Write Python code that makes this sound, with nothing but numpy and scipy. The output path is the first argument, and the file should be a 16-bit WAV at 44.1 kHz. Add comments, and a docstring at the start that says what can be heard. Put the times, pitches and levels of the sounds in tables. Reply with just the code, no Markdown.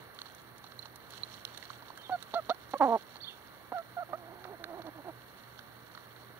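"""A hen clucks, pulses of her voice ringing the throat, and squawks in an even pulse train; another croons.
They feed on bare dirt in a small yard: beaks tap in filtered bursts, seeds ping as decaying sines,
feet scuff in clumped grains, litter snaps in bright noise; a small bird chirps gliding sines further off.
Far traffic and air (shaped noise) and a hum lie below.
Two microphone ports close by on the ground colour the sound differently."""
import sys
import numpy as np
from scipy import signal
from scipy.fft import rfft, irfft
from scipy.io import wavfile
from scipy.ndimage import uniform_filter1d

SR = 44100
rng = np.random.default_rng(int(sys.argv[2]) if len(sys.argv) > 2 else 0)


def field_ratio(decibels):
    """Amplitude ratio for a level in dB (20 dB per decade); scalars and array-likes work."""
    return 10 ** (np.asarray(decibels, dtype=float) / 20)


def wav_record(signal):
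    """Record a signal, one row per channel, as 16-bit PCM in the file named by sys.argv[1]."""
    frames = np.transpose(np.atleast_2d(signal))
    bounded = np.clip(frames, -1, 1)
    # unit amplitude maps onto the largest positive 16-bit level
    quanta = np.round(bounded * 32767).astype(np.int16)
    wavfile.write(sys.argv[1], SR, quanta)


N = 281799

# Levels are source levels, ahead of placing, mixing and the port gains.
# far traffic and air: (time [s], level [dB])
TRAFFIC_LEVEL = [(0.0, -53.5), (0.25, -55.5), (0.6, -56), (1.5, -54), (2.3, -54.5), (3.5, -55.5),
                 (4.5, -55.5), (5.5, -55.5), (6.39, -55)]
# their relative spectrum: (frequency [Hz], density [dB per Hz])
TRAFFIC_SPECTRUM = [(25, -53), (60, -4), (120, 0), (300, -1.5), (900, -3), (1900, -5), (3000, -16),
                    (4500, -17.5), (6000, -26), (8000, -39), (16000, -19.5)]
# share of their power common to both ports: (frequency [Hz], share [0-1])
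SHARED_POWER = [(60, 0.8), (150, 0.5), (350, 0.5), (1100, 0.51), (1600, 0.86), (2300, 0.32), (16000, 0.053)]
# wavering hum tones: (frequency [Hz], width of each of two stages [Hz], rms [dB])
HUM_TONES = [(73, 13, -80.5), (120.3, 7.2, -69), (1152.5, 45, -70.5)]
# feet and beaks stirring the dirt: (time [s], level [dB])
SCUFF_LEVEL = [(0.0, -64.5), (0.12, -79), (0.19, -59.5), (0.4, -63), (0.5, -72.5), (0.82, -63.5),
               (0.96, -74), (1.08, -65), (1.14, -54), (1.26, -58), (1.33, -55), (1.43, -63), (1.55, -59),
               (1.74, -58.5), (1.81, -66), (2.22, -61), (2.55, -65.5), (2.8, -60), (3.5, -67.5),
               (4.9, -72.5), (5.4, -64.5), (6.39, -66)]
# dry bits of litter snapping: (time [s], peak [dB])
LITTER_SNAPS = [(0.1464, -44), (0.3482, -41), (0.417, -46), (0.5807, -44.5), (0.79, -41), (0.958, -38),
                (1.105, -39), (1.5767, -34.5), (1.975, -43), (2.226, -37), (2.709, -43.5), (2.7816, -43)]
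# beak on seed and dirt: (time [s], tick peak [dB], thud [Hz], thud peak [dB])
BEAK_TAPS = [(0.1888, -31.5, 1490, -40.5), (0.2166, -30.5, 1130, -39.5), (0.257, -43, 1000, -43.5),
             (0.264, -44, 840, -47), (0.6409, -42, 885, -40), (0.6648, -44, 1100, -53),
             (0.7192, -45, 1320, -45), (0.7904, -47, 1110, -55), (0.826, -44, 859, -57),
             (0.856, -38, 930, -42), (1.1345, -41, 1190, -44), (1.2329, -38, 1070, -51),
             (1.3398, -40, 1300, -49), (1.4512, -21, 1590, -50), (1.476, -41, 904, -49),
             (1.5454, -42, 1710, -46), (1.5747, -32, 1760, -45), (1.6262, -37, 1900, -36),
             (1.6527, -39, 1600, -48), (1.701, -39.5, 1230, -34.5), (1.8229, -49, 947, -42),
             (1.8822, -44.5, 1160, -50), (1.9027, -49, 850, -35), (1.9744, -47, 1530, -42.5),
             (2.2256, -32.5, 1710, -41), (2.545, -44, 970, -42), (2.7796, -44, 890, -55),
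             (3.0101, -47, 1540, -64), (3.1567, -40, 795, -41.5), (3.1665, -42, 942, -44.5),
             (3.784, -43.5, 1326, -38), (4.4418, -40, 1510, -39), (4.4513, -51, 735, -35),
             (4.6402, -32, 1470, -28), (4.8191, -39, 1399, -43), (4.867, -42.5, 910, -43),
             (5.5908, -37, 1440, -40.5), (5.9495, -44, 1120, -43), (5.9752, -42, 1210, -36.5),
             (6.1627, -47, 1450, -50), (6.302, -67, 350, -45)]
# seeds on something hard: (time [s], level ahead of the soft onset [dB], mode [Hz], t60 [s])
SEED_PINGS = [(0.669, -52.5, 4130, 0.033), (0.7914, -35.5, 4130, 0.023), (0.824, -50, 4160, 0.074),
              (1.2336, -27.5, 4130, 0.02)]
# small bird, one table a note: (time [s], pitch [Hz], level [dB])
BIRD_NOTES = [
    [(1.983, 3240, -64), (1.995, 3120, -55), (2.022, 3080, -54)],
    [(2.028, 3470, -58), (2.04, 3760, -51), (2.057, 3430, -51), (2.064, 3160, -49), (2.072, 3310, -63),
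     (2.1, 3000, -66)],
    [(3.203, 3250, -51), (3.209, 3710, -50), (3.216, 4570, -50), (3.235, 4390, -46), (3.25, 4450, -60),
     (3.265, 4000, -71)],
    [(3.237, 3280, -63), (3.246, 3470, -41), (3.256, 3900, -53)],
    [(3.26, 3000, -64), (3.278, 3280, -43), (3.287, 3620, -37.5), (3.293, 3000, -48), (3.305, 2640, -56),
     (3.335, 2640, -70)],
    [(3.272, 4200, -64), (3.281, 4250, -57), (3.292, 4250, -68)],
]
# slow single pulses before a cluck catches:
# (first pulse [s], gap [ms], peak [dB], loudest pulse [number from 0], edge drive re pulse [dB])
OPENING_PULSES = [(2.0952, 3.85, -26.5, .55, -26), (2.335, 4.56, -21.5, 1.45, -4),
                  (2.4914, 4.2, -19, 1.3, -4.5), (2.7325, 3.75, -18.5, 1.8, -33),
                  (3.72, 4.02, -24, .65, -34), (4.1277, 3.9, -29, 1.1, -35)]
# clucks, one table a call: (time [s], pitch [Hz], level [dB])
CLUCK_NOTES = [
    [(2.104, 718, -45), (2.117, 761, -36), (2.126, 735.4, -30), (2.145, 723, -31.5), (2.156, 699, -34.5),
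     (2.164, 720, -58)],
    [(2.351, 652, -38), (2.362, 684, -29), (2.374, 704, -31), (2.397, 632, -37.5), (2.404, 615, -58)],
    [(2.5, 614.3, -33.5), (2.507, 633.5, -29), (2.513, 702.6, -27.5), (2.528, 737, -58)],
    [(2.744, 600, -44), (2.752, 550, -42), (2.761, 543, -37.5), (2.772, 570, -54)],
    [(3.728, 660, -46), (3.752, 760.7, -36), (3.77, 692.4, -36.5), (3.795, 665, -39.5), (3.822, 675, -70)],
    [(3.967, 746, -43), (3.973, 721.6, -35.5), (3.99, 682.5, -36.5), (4.01, 737.6, -39.5),
     (4.022, 698, -39.5), (4.032, 640, -40), (4.036, 610, -46)],
    [(4.132, 600, -32.5), (4.139, 610, -37.5), (4.16, 694, -47)],
]
# throat resonance met by the second partial:
# (frequency [Hz], level there re first partial [dB], loss off it [dB per 100 Hz])
CLUCK_THROAT = (1163, 0.55, 4.9)
# squawk, an even train of pulses: (time [s], rate [pulses/s], level [dB])
SQUAWK_PULSES = [
    [(2.797, 310, -45), (2.804, 330, -31.5), (2.81, 304, -21.5), (2.824, 261, -21.5), (2.837, 270, -22),
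     (2.849, 289, -25), (2.858, 255, -25.5), (2.873, 254, -30.5), (2.885, 220, -29), (2.914, 235.2, -29),
     (2.929, 229, -25.5), (2.958, 224, -27), (2.968, 185, -37.5), (2.98, 230, -54)],
]
# lift of the beak resonance in the squawk: (time [s], lift [dB])
BEAK_LIFT = [(2.805, 7), (2.836, 4.5), (2.855, 2), (2.9, 3.5), (2.965, 8)]
# windpipe and beak resonances: (frequency [Hz], width [Hz], gain [dB])
THROAT_MODES = [(264, 110, -0.5), (748, 247, 8.5), (1194, 314, -8), (1900, 200, -31)]
# croon of the second hen, one table a syllable: (time [s], pitch [Hz], level [dB])
CROON_NOTES = [
    [(4.09, 350, -57), (4.112, 345.5, -55.5), (4.17, 362.4, -62), (4.26, 322.1, -59), (4.283, 345.2, -59),
     (4.312, 324.8, -57), (4.336, 396.6, -54), (4.36, 357.4, -59), (4.4, 355.2, -64)],
    [(4.405, 372, -57), (4.44, 381.4, -60), (4.485, 354, -52.5), (4.512, 423, -48.5), (4.538, 359.5, -53),
     (4.56, 298.4, -72)],
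    [(4.595, 353.2, -58), (4.62, 336.5, -56.5), (4.655, 310, -52.5)],
    [(4.66, 335.7, -61), (4.69, 353.3, -53.5), (4.73, 322.4, -49.5), (4.772, 392.7, -51), (4.8, 327.8, -49),
     (4.82, 305.3, -62)],
    [(4.838, 317.8, -60), (4.863, 325.6, -49), (4.89, 302, -47.5), (4.905, 295, -76)],
    [(4.945, 330.5, -72), (4.96, 331, -55.5), (5.0, 289.5, -50.5), (5.018, 275, -77)],
    [(5.045, 350.6, -56), (5.065, 378.4, -49.5), (5.094, 327, -46.5), (5.116, 304.4, -80)],
]
# her throat resonance: columns as CLUCK_THROAT
CROON_THROAT = (680, 4.5, 11.0)
# microphone port resonances: (frequency [Hz], width [Hz], gain at each stage's centre [dB])
LEFT_PORT_MODES = [(660, 780, 1.5), (1100, 200, 0), (3250, 9000, -3), (3800, 380, -3.5), (6000, 2500, 1),
                   (6400, 1700, -5)]
RIGHT_PORT_MODES = [(1500, 560, 4), (4250, 410, 9.5), (5485, 460, 5.5), (7620, 990, -4)]
# cut out by the recorder, each in two stages: (frequency [Hz], width [Hz])
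RECORDER_NOTCHES = [(2500, 145), (5000, 685), (7500, 105)]
# relative hiss spectrum: (frequency [Hz], density [dB])
HISS_SPECTRUM = [(100, 7), (5300, -28), (6900, -23), (8100, -12.5), (8700, 0), (12000, 2), (16000, 4.4)]


def rms_one(x):
    """Scale to rms 1."""
    return x / np.sqrt(np.mean(x ** 2) + 1e-20)


def in_time(tables, as_is):
    """Columns at every sample; those after the first as_is turn from dB to gain, shut between notes."""
    rows = np.concatenate(tables)
    t = np.arange(N) / SR
    is_open = sum((t >= note[0][0]) & (t < note[-1][0]) for note in tables)
    gate = uniform_filter1d(1. * is_open, size=90)
    columns = []
    for k, column in enumerate(rows[:, 1:].T):
        if k < as_is:
            columns.append(np.interp(t, rows[:, 0], column))
        else:
            columns.append(gate * np.interp(t, rows[:, 0], field_ratio(column)))
    return columns


def resonate(x, hz, width_hz):
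    """Two-pole resonance, gain 1 on top."""
    r = np.exp(-np.pi * width_hz / SR)
    zeros = np.array([1, 0, -1]) * (1 - r * r) / 2
    poles = [1, -2 * r * np.cos(2 * np.pi * hz / SR), r * r]
    return signal.lfilter(zeros, poles, x + 1e-18)


def resonate_twice(x, hz, width_hz):
    """A steeper resonance, two equal stages."""
    return resonate(resonate(x, hz, width_hz), hz, width_hz)


def coloured(white, spectrum):
    """Noise given a spectrum, its dB interpolated over log frequency."""
    hz = np.maximum(np.fft.rfftfreq(N, 1 / SR), 1)
    table_hz, table_db = np.array(spectrum).T
    gain_db = np.interp(np.log(hz), np.log(table_hz), table_db)
    return irfft(rfft(white) * field_ratio(gain_db), N)


def drift(points_per_s):
    """Slow chance: normal points of spread 1, joined by lines."""
    points = int(N / SR * points_per_s) + 2
    values = rng.standard_normal(400)[:points]
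    return np.interp(np.arange(N) / SR * points_per_s, np.arange(points), values)


def placed(x, lag, left_db=0):
    """Both ports; the left hears it lag samples later, left_db louder."""
    left = np.interp(np.arange(N) - lag, np.arange(N), x)
    return np.array([field_ratio(left_db) * left, x])


def throat(pulses):
    """Resonances of windpipe and beak, in parallel with alternating signs."""
    return sum((-1) ** k * field_ratio(db) * resonate(pulses, hz, width_hz)
               for k, (hz, width_hz, db) in enumerate(THROAT_MODES))


def yard(patchy_db):
    """Far traffic and air, alike on both sides only in part; the hum comes from one place."""
    mid, left, right = rng.standard_normal((3, N))
    shares = [(hz, np.clip(share, .01, .99)) for hz, share in SHARED_POWER]
    shared = coloured(mid, [(hz, 10 * np.log10(c)) for hz, c in shares])
    own = coloured(np.array([left, right]), [(hz, 10 * np.log10(1 - c)) for hz, c in shares])
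    level, = in_time([TRAFFIC_LEVEL], 0)
    noise = rms_one(coloured(placed(shared, lag=5.4) + own, TRAFFIC_SPECTRUM))
    air = level * field_ratio(patchy_db * drift(5.96)) * noise
    hum = sum(field_ratio(db) * rms_one(resonate_twice(rng.standard_normal(N), hz, width_hz))
              for hz, width_hz, db in HUM_TONES)
    # steady-pitched core of the hum
    hum += field_ratio(-64 + 1.0 * drift(3.9)) * np.sin(2 * np.pi * 119.9 * np.arange(N) / SR)
    return air + placed(hum, lag=2.2)


def scuff(grains_per_s, spread_db, clump_db):
    """Dense uneven grains of dirt in clumps, each ringing briefly in one of ten bands."""
    level, = in_time([SCUFF_LEVEL], 0)
    sizes = field_ratio(spread_db * np.minimum(rng.exponential(1, N), 4)) * rng.choice([-1, 1], N)
    grains = sizes * (rng.random(N) < grains_per_s / SR) * field_ratio(clump_db * drift(50))
    band = rng.integers(0, 10, N)
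    rings = np.zeros(N)
    for k, hz in enumerate(np.geomspace(2800, 13000, 10)):
        rings += field_ratio(-2.4 * k) * resonate_twice(grains * (band == k), hz, hz / 1.95)
    return level * rms_one(rings)


def snaps():
    """Litter snaps: short decaying bursts of noise through a broad treble resonance."""
    out, t = np.zeros(N), np.arange(2000) / SR
    fall_20db_ms = 8.1
    for (s, peak_db), grit in zip(LITTER_SNAPS, rng.standard_normal((len(LITTER_SNAPS), 2000))):
        start = round(s * SR)
        burst = resonate(grit * field_ratio(-20 * t * 1000 / fall_20db_ms), 6700, 7100)
        out[start:start + 2000] += field_ratio(peak_db) * burst / np.abs(burst).max()
    return out


def pecks():
    """A tick, a thud and a crumble of dirt that dies within milliseconds, shorter after a harder tick."""
    out, t = np.zeros(N + 2000), np.arange(2000) / SR
    grits = rng.standard_normal((len(BEAK_TAPS), 2000))
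    for (s, tick_db, thud_hz, thud_db), grit in zip(BEAK_TAPS, grits):
        start = round(s * SR)
        # time to lose 20 dB: 7.4 ms for a -41.5 dB tick, halved per 8 dB
        crumble_ms = 7.4 * 2 ** (-(max(tick_db, -44) + 41.5) / 8)
        burst = (grit + 1.0 * (t == 0)) * field_ratio(-20 * t * 1000 / crumble_ms)
        tick = resonate_twice(burst, 3580, 2400)
        tick += 0.1 * resonate(burst, 7500, 8600)   # treble snap of the tick
        thud = resonate_twice(burst, thud_hz, 630)
        for part, peak_db in [(tick, tick_db), (thud, thud_db)]:
            out[start:start + 2000] += field_ratio(peak_db) * part / np.abs(part).max()
    return out[:N]


def pings():
    """Seeds on something hard: one clean decaying mode, struck softly."""
    out, t = np.zeros(N), np.arange(2000) / SR
    for s, level_db, hz, t60_s in SEED_PINGS:
        start = round(s * SR)
        onset = 1 - np.exp(-t / 0.00018)
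        out[start:start + 2000] += field_ratio(level_db - 60 * t / t60_s) * onset * np.sin(2 * np.pi * hz * t)
    return out


def bird():
    """Gliding, slightly hoarse sines with a smear of echoes off fence and shed."""
    out = np.zeros(N)
    for chirp in BIRD_NOTES:
        pitch_hz, level = in_time([chirp], 1)
        out += level * np.sin(2 * np.pi * np.cumsum(pitch_hz) / SR)
    out *= 1 + 0.079 * rms_one(resonate(rng.standard_normal(N), 120, 230))
    echoes = rng.standard_normal(4000) * np.exp(-np.arange(4000) / SR / 0.032)
    return out + field_ratio(-31) * signal.fftconvolve(out, echoes)[:N]


def openers():
    """Each pulse rings the throat once; a sharp edge reaches the treble, with a puff of air."""
    first_s, gap_ms, top_db, loudest, edge_db = np.transpose(OPENING_PULSES)[:, :, None]
    number = np.arange(4)
    at = np.round((first_s + number * gap_ms / 1000) * SR).astype(int)
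    peak_db = top_db - 10 * (number - loudest) ** 2   # 10 dB down one gap from the loudest
    pulses, edges = np.zeros((2, N))
    pulses[at] = -field_ratio(peak_db)
    edges[at] = -field_ratio(peak_db + edge_db)
    puff = signal.lfilter([1], [1, -np.exp(-1 / (0.0046 * SR))], edges)   # time constant 4.6 ms
    edges += 0.2 * rng.standard_normal(N) * puff
    soften = signal.butter(2, 1800, fs=SR)
    unit = signal.lfilter(*soften, throat(np.eye(1, 400)[0]))
    rung = signal.lfilter(*soften, throat(pulses)) / np.abs(unit).max()
    return rung + 6.3 * resonate_twice(edges, 3760, 1330)


def note(tables, second_at, third_db, jitter, breath):
    """Six partials: the upper ones follow pitch and level by rule; breath adds flutter and hoarseness."""
    pitch_hz, first = in_time(tables, 1)
    throat_hz, top_db, lost_db = second_at
    second = first * field_ratio(top_db - lost_db * np.abs(2 * pitch_hz - throat_hz) / 100)
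    # fifth and sixth: -57.5 dB at note level -29 dB, 2.5 dB more per dB
    open_beak = field_ratio(-57.5) * (first / field_ratio(-29)) ** 2.5
    turn = 2 * np.pi * np.cumsum(pitch_hz * (1 + jitter * drift(60))) / SR
    tone = first * np.sin(turn) + second * np.sin(2 * turn)
    tone += second * field_ratio(third_db) * (np.sin(3 * turn) + .5 * np.sin(4 * turn))
    tone += open_beak * (np.sin(5 * turn) + np.sin(6 * turn))
    flutter = 1 + breath * rms_one(resonate(rng.standard_normal(N), 110, 93))
    # air rushing through the throat
    hoarse = first * 2.2 * breath * rms_one(resonate_twice(rng.standard_normal(N), 720, 450))
    return np.sqrt(2) * flutter * tone + hoarse


def clucks():
    """Near-pure gliding notes, with little flutter and little breath."""
    return note(CLUCK_NOTES, CLUCK_THROAT, third_db=-19.5, jitter=0.002, breath=0.037)


def squawk(soft_db, rasp_db):
    """Rounded pulses and a little rasp through the throat, evened in level, then shaped by effort."""
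    rate_hz, effort = in_time(SQUAWK_PULSES, 1)
    beak = field_ratio(np.interp(np.arange(N) / SR, *np.transpose(BEAK_LIFT)))
    # the pulses come a little unevenly
    turn = 2 * np.pi * np.cumsum(rate_hz * (1 + .004 * drift(55))) / SR
    # weaker pulses are rounder: 3.5 dB per dB
    soft_db = soft_db - 3.5 * 20 * np.log10(np.clip(effort / effort.max(), .2, 1))
    pulses = -sum(field_ratio(-soft_db * (k / 8) ** 2) * np.cos(k * turn) for k in range(1, 16))
    rasp = field_ratio(rasp_db) * rng.standard_normal(N) * (1 + np.cos(turn))
    voice = throat(pulses + rasp)
    voice += (beak - 1) * resonate(voice, 930, 390)
    return effort * voice / np.sqrt(uniform_filter1d(voice ** 2, size=700) + 1e-12)


def croon():
    """Low notes of the second hen, unsteady and breathy."""
    return note(CROON_NOTES, CROON_THROAT, third_db=-13., jitter=.018, breath=.33)


def scene():
    """All sources at the two ports."""
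    early = np.arange(N) < 3.4 * SR   # after this the clucking hen has walked off to the right
    hen = clucks() + squawk(soft_db=9.5, rasp_db=-6.0) + openers()
    voices = placed(hen * early, lag=2.8, left_db=-3.0)
    voices += placed(hen * ~early + croon(), lag=4.3, left_db=-4.5)
    dirt = np.array([scuff(grains_per_s=2000, spread_db=3.2, clump_db=3.2) for port in "LR"])
    small_sounds = placed(pecks() + snaps() + pings() + bird(), lag=4.0, left_db=-5.0)
    return field_ratio(1.13) * voices + small_sounds + dirt + yard(patchy_db=0.38)


def top_cut(x):
    """Nothing passes above the cut-off."""
    return signal.sosfilt(signal.butter(12, 16530, fs=SR, output="sos"), x)


def record(dry):
    """Each port has its resonances and gain; hiss joins, then three notches and the top are cut."""
    ports = []
    for x, modes, gain_db in zip(dry, [LEFT_PORT_MODES, RIGHT_PORT_MODES], [-1.5, 2.2]):
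        for hz, width_hz, db in modes:
            x = x + (field_ratio(db) - 1) * resonate(x, hz, width_hz)
        ports.append(field_ratio(gain_db) * x)
    hiss = rms_one(coloured(rng.standard_normal((2, N)), HISS_SPECTRUM))
    mix = np.array(ports) + field_ratio([[-62.5], [-61.]]) * hiss
    for hz, width_hz in RECORDER_NOTCHES + RECORDER_NOTCHES:
        mix = mix - resonate(mix, hz, width_hz)
    low_pass = signal.ellip(12, .3, 60, 15720, fs=SR, output="sos")
    mix = signal.sosfilt(low_pass, mix)
    return top_cut(mix)


dry = scene()
out = record(dry)
wav_record(out)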